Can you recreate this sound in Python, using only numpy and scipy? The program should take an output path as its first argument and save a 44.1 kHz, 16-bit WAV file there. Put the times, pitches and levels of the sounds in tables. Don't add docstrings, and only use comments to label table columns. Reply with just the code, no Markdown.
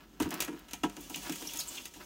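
import sys
import numpy as np
from scipy import signal
from scipy.fft import rfft, irfft
from scipy.io import wavfile

SR = 44100
rng = np.random.default_rng(int(sys.argv[2]) if len(sys.argv) > 2 else 0)


def transcribe(u):
    v = np.clip(np.atleast_2d(u).T, -1, 1)
    q = np.round(v * 32767).astype(np.int16)
    wavfile.write(sys.argv[1], SR, q)


N = 90404
T = np.arange(N) / SR
HZ = np.maximum(np.fft.rfftfreq(N, 1 / SR), 1)

# start_s, thud_db, thud_tilt_db_per_octave, ring_length_factor, clang_db, wall_ring_db
KNOCKS = [(0.2016, -23.5, 4, 0.63, -34, -40), (.255, -29.5, -1.5, 1.08, -42, -56),
          (.313, -61, -2, 0.6, -37.5, -40), (.326, -37, -5, 0.94, -70, -70),
          (.479, -33, 3.5, 1.26, -38.5, -54), (0.526, -36.5, 2, 1.07, -48.5, -73),
          (.733, -53, -1, 1.1, -54, -40.5), (0.8349, -24.5, 1.5, 0.85, -32, -23),
          (.969, -42.5, -1, 2, -50, -44), (1.099, -42.5, 6, 0.99, -56, -41.5),
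          (1.158, -44.5, -10.5, 1.3, -66, -44), (1.292, -32, -3, 1.04, -46, -50),
          (1.417, -43, 9, 0.95, -52.5, -48), (1.453, -48, -2, 1, -52.5, -51),
          (1.545, -47, 4, 1.2, -55, -48), (1.594, -60.5, 8, 0.87, -50.5, -46),
          (1.958, -49.5, 3, 1, -66, -48.5)]
THUD_RISE_S, CLANG_RISE_S, RING_RISE_S = 0.012, 0.0016, 0.0023
TILT_FROM_HZ, CUTOFF_HZ = 700, 15750


def thuds():
    # pitch_hz, level_db, t60_s
    body_modes = [(162, -14.5, 0.17), (200.1, -15.5, 0.34), (273.3, -4.5, 0.12), (295.2, -0.5, .08),
                  (303.6, -14, 0.31), (346, -8, 0.12), (418, -18.5, 0.24), (464, -19, 0.14)]
    out = 0
    for start, thud_db, tilt_db, ring_length, _, _ in KNOCKS:
        for hz, mode_db, t60 in body_modes:
            gain = from_db(thud_db + mode_db + tilt_db * np.log2(hz / 300))
            out += gain * mode(start, hz, THUD_RISE_S, t60 * ring_length)
    return out


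def clangs():
    # frequency_hz, level_db
    clang_spectrum = [(100, -27), (300, -10), (540, 1), (750, 1), (1000, 4), (1400, -0.5), (2000, -4.5),
                      (2700, -7.5), (3400, -13), (4000, -17), (8000, -16), (16000, -29)]
    # pitch_hz, level_db, t60_s
    wall_modes = [(710, -14, 0.18), (764, -5.5, 0.066), (856, -7.5, 0.1), (964, -6, 0.1),
                  (1057, -16, 0.061), (1310, -17.5, 0.17), (1410, -27, 0.064), (1616, -18, 0.088),
                  (2150, -21, 0.037), (2810, -9, 0.027), (2970, -20, 0.13), (3340, -20, 0.059),
                  (3400, -17, .08)]
    power = sum((from_db(clang_db) * with_tail(start, CLANG_RISE_S, t60=0.082)) ** 2
                for start, *_, clang_db, _ in KNOCKS)
    crowded = colour(noise(), clang_spectrum, wall_share=0.89) * np.sqrt(power)
    clear = struck([(start, ring_db) for start, *_, ring_db in KNOCKS], wall_modes)
    return crowded + clear


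def clicks():
    # start_s, level_db, tilt_db_per_octave, ring_against_crack_db
    contacts = [(0.1996, -36.5, -1, -1.5), (0.2211, -37, -1, -2.5), (.2892, -44, -2, -25),
                (0.3055, -36, 0, -10.5), (0.3403, -32, 3, -17), (0.403, -24, -0.5, -7.5),
                (0.4209, -31, -1.5, -5), (0.447, -35.5, 1, -11.5), (0.477, -44, -5.5, -8),
                (0.5913, -47.5, 5.5, -20), (0.683, -54.5, -2.5, 3.5), (0.709, -45.5, -3, -3.5),
                (0.7323, -34, -2, -5), (0.833, -38, -5, 3.5), (0.8958, -43.5, -4, -11.5),
                (0.9661, -41, -4, -13.5), (1.0054, -48, 8, -0.5), (1.0966, -39, 4, -6),
                (1.1582, -33.5, 0, -16), (1.295, -34.5, -4, -6), (1.3212, -36, -1, -3.5),
                (1.3566, -39.5, -0.5, -5), (1.423, -37, -5, -21), (1.5344, -32.5, 1, -11),
                (1.557, -40, 3, -3.5), (1.571, -33, 3, -11), (1.598, -37, 4, 1), (1.634, -46.5, 6, -3),
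                (1.8542, -36.5, -2, -8.5), (1.9372, -48.5, -2, -1.5)]
    # frequency_hz, level_db
    crack_spectrum = [(80, -106), (300, 6.5), (900, -13), (2500, -1), (4500, 1.5), (6500, 6), (10000, 3.5),
                      (15500, 4)]
    # frequency_hz, level_db
    ring_spectrum = [(80, -16), (300, 3.5), (900, -17), (2000, 0), (3000, -1), (4800, -5), (7000, 1),
                     (10000, -3.5), (15500, -6)]
    # pitch_hz, level_db, t60_s
    lid_modes = [(1290, -28, 0.47), (1910, -25, 0.19), (2120, -43, 0.28), (2392, -22, 0.28),
                 (2670, -21.5, 0.15), (3586, -28, 0.1), (3810, -26, 0.12), (6610, -43, 0.22)]
    size = 16384
    crack_noise = colour(noise(), crack_spectrum, wall_share=1.0)
    ring_noise = colour(noise(), ring_spectrum, wall_share=1.76)
    snap = blow(0, rise=0.00091, t60=0.022)[:size]
    fade = with_tail(0, RING_RISE_S, t60=0.11)[:size]
    out = struck([(start, db) for start, db, _, _ in contacts], lid_modes)
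    for start, db, tilt_db, ring_db in contacts:
        offset = rng.integers(N - size)
        crack = tilted(crack_noise[offset:offset + size], tilt_db) * snap
        ring = tilted(ring_noise[offset:offset + size], tilt_db) * fade
        out += from_db(db) * placed(start, crack + from_db(ring_db) * ring)
    return out


def scrape():
    # time_s, level_db
    drag = [(0, -56), (.04, -59.5), (.08, -66), (.19, -65), (.225, -38.5), (.295, -57.5), (.325, -40),
            (.395, -45), (.44, -44.5), (.5, -58), (.58, -55.5), (.66, -62.5), (.8, -66), (1.2, -59.5),
            (1.27, -44.5), (1.36, -65.5), (1.8, -54), (1.93, -119), (2.01, -46), (2.05, -59)]
    # frequency_hz, level_db
    scrape_spectrum = [(40, -23), (110, -13.5), (170, 10), (230, -7), (320, 14.5), (480, -7.5), (620, 3.5),
                       (800, -1), (1300, 3), (2000, -2), (3500, -5), (5000, -8.5), (9000, -22.5),
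                       (16000, -13)]
    slips = in_room(impacts(per_s=2500, spread_db=4.5), wet_db=-4)
    return colour(slips, scrape_spectrum, wall_share=0.46) * from_db(np.interp(T, *np.transpose(drag)))


def grains():
    # time_s, level_db
    flow = [(0, -68.5), (.55, -69), (.64, -68), (.82, -63), (.94, -61.5), (1.0, -55.5), (1.06, -51.5),
            (1.09, -55), (1.14, -43), (1.19, -46.5), (1.26, -43.5), (1.4, -46), (1.5, -45.5), (1.6, -45.5),
            (1.655, -51), (1.73, -43), (1.8, -48), (1.87, -51.5), (1.925, -59.5), (1.97, -54.5),
            (2.05, -54.5)]
    # frequency_hz, level_db
    grain_spectrum = [(80, -31), (250, -4), (600, -1.5), (1000, -1.5), (1700, -6.5), (2900, 3.5), (4500, 2),
                      (6500, 4), (8500, 1), (11000, -3.5), (15500, -0.5)]
    hits = impacts(per_s=5000, spread_db=3)
    clumps = from_db(2.15 * drift(rate_hz=33))
    patter = in_room(hits * clumps, wet_db=2.5)
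    return colour(patter, grain_spectrum, wall_share=0.97) * from_db(np.interp(T, *np.transpose(flow)))


def squeaks():
    # start_s, length_s, pitch_hz, level_db, roughness_0_to_1
    rim_slips = [(1.143, 0.0071, 3160, -32, 0.69), (1.472, 0.0076, 5810, -33, 0.6),
                 (1.488, 0.012, 2920, -43, 1.0), (1.587, 0.0105, 6600, -30.5, .1),
                 (1.591, 0.01, 5190, -36, 0.25), (1.599, 0.023, 4540, -38, 0.7),
                 (1.674, 0.0039, 9730, -41, .6), (1.679, 0.016, 7760, -36.5, 0.5),
                 (1.77, 0.021, 3170, -38.5, 0.95)]
    sag_per_s, octave_db = 2.5, -9.5
    out = 0
    for start, length, hz, db, roughness in rim_slips:
        t = np.clip(T - start, 0, length)
        jitter = 0.16 * roughness * drift(rate_hz=835)
        pitch = hz * (1 - sag_per_s * (t - length / 2) + jitter)
        phase = 2 * np.pi * np.cumsum(pitch) / SR
        arch = np.sqrt(np.abs(np.sin(np.pi * t / length)))
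        out += from_db(db) * arch * (np.sin(phase) + from_db(octave_db) * np.sin(2 * phase))
    return in_room(out, wet_db=-5)


def stove():
    # start_s, level_db
    rocks = [(0.206, -41.5), (0.235, -39.5)]
    return sum(from_db(db) * mode(start, hz=85, rise=THUD_RISE_S, t60=0.13) for start, db in rocks)


def room_tone():
    # frequency_hz, level_db
    room_spectrum = [(15, -53), (30, -65), (44, 12.5), (55, 2), (75, -1.5), (115, -8.5), (170, -1.5),
                     (300, 0.5), (500, -12.5), (1000, -19), (3000, -25), (8000, -44), (16000, -26)]
    # pitch_hz, level_db
    hum_tones = [(49, -65)]
    rumble = from_db(-59) * colour(noise(), room_spectrum)
    hum = sum(from_db(db) * np.sin(2 * np.pi * hz * T + 0.95 * drift(rate_hz=6)) for hz, db in hum_tones)
    return rumble + hum


def in_room(x, wet_db):
    echoes = noise() * blow(0, RING_RISE_S, t60=0.15)
    return x + from_db(wet_db) * signal.fftconvolve(x, echoes / np.linalg.norm(echoes))[:N]


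def with_tail(start, rise, t60):
    tail = from_db(-23) * blow(start, rise, t60=0.77)
    return np.hypot(blow(start, rise, t60), tail)


def blow(start, rise, t60):
    t = np.maximum(T - start, 0)
    shape = (1 - np.exp(-(t / rise) ** 2)) * from_db(-60 * t / t60)
    return shape / (shape.max() + 1e-12)


def mode(start, hz, rise, t60):
    t = T[:int(min(t60 * 1.5, 1) * SR) + 500]
    shape = (1 - np.exp(-(t / rise) ** 2)) * from_db(-60 * t / t60)
    return placed(start, shape / shape.max() * np.sin(2 * np.pi * hz * t))


def struck(hits, modes):
    response = sum(from_db(db) * mode(0, hz, CLANG_RISE_S, t60) for hz, db, t60 in modes)
    return sum(from_db(db) * placed(start, response) for start, db in hits)


def impacts(per_s, spread_db):
    sizes = from_db(spread_db * np.minimum(rng.exponential(1, N), 4)) * rng.choice([-1, 1], N)
    return sizes * (rng.random(N) < per_s / SR)


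def colour(x, spectrum, wall_share=0):
    # centre_hz, width_hz, lift_db
    resonances = [(715, 60, 7), (935, 70, 10), (1335, 70, 7), (1647, 70, 4), (2550, 120, 3), (2860, 130, 5),
                  (3150, 110, 4), (3390, 100, 4), (3930, 100, 3), (5090, 80, 3), (5780, 140, 3),
                  (6260, 130, 4), (6640, 140, 6)]
    hz, db = np.transpose(spectrum)
    peaks_db = sum(lift / (1 + (2 * (HZ - centre) / width) ** 2) for centre, width, lift in resonances)
    gain = from_db(np.interp(np.log(HZ), np.log(hz), db) + wall_share * peaks_db)
    cepstrum = irfft(np.log(gain), N)
    causal_half = (T > 0) & (T < T[-1] / 2)
    response = np.exp(rfft(2 * cepstrum * causal_half))
    return rms_one(irfft(rfft(x) * response, N))


def tilted(x, tilt_db):
    hz = np.clip(np.fft.rfftfreq(len(x), 1 / SR), TILT_FROM_HZ, CUTOFF_HZ)
    return rms_one(irfft(rfft(x) * from_db(tilt_db * np.log2(hz)), len(x)))


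def placed(start, x):
    return np.pad(x, (int(start * SR), N))[:N]


def drift(rate_hz):
    return rms_one(irfft(rfft(noise()) / (1 + (HZ / rate_hz) ** 2), N))


def noise():
    return rng.standard_normal(N)


def rms_one(x):
    return x / np.sqrt(np.mean(x ** 2) + 1e-20)


def from_db(db):
    return 10 ** (np.asarray(db) / 20)


def scene():
    return (room_tone() + thuds() + clangs() + clicks() + grains() + scrape() + squeaks() + stove())[None]


def record(dry):
    lowpass = signal.ellip(12, 0.1, 80, CUTOFF_HZ, fs=SR, output="sos")
    return signal.sosfilt(lowpass, dry)


dry = scene()
out = record(dry)
transcribe(out)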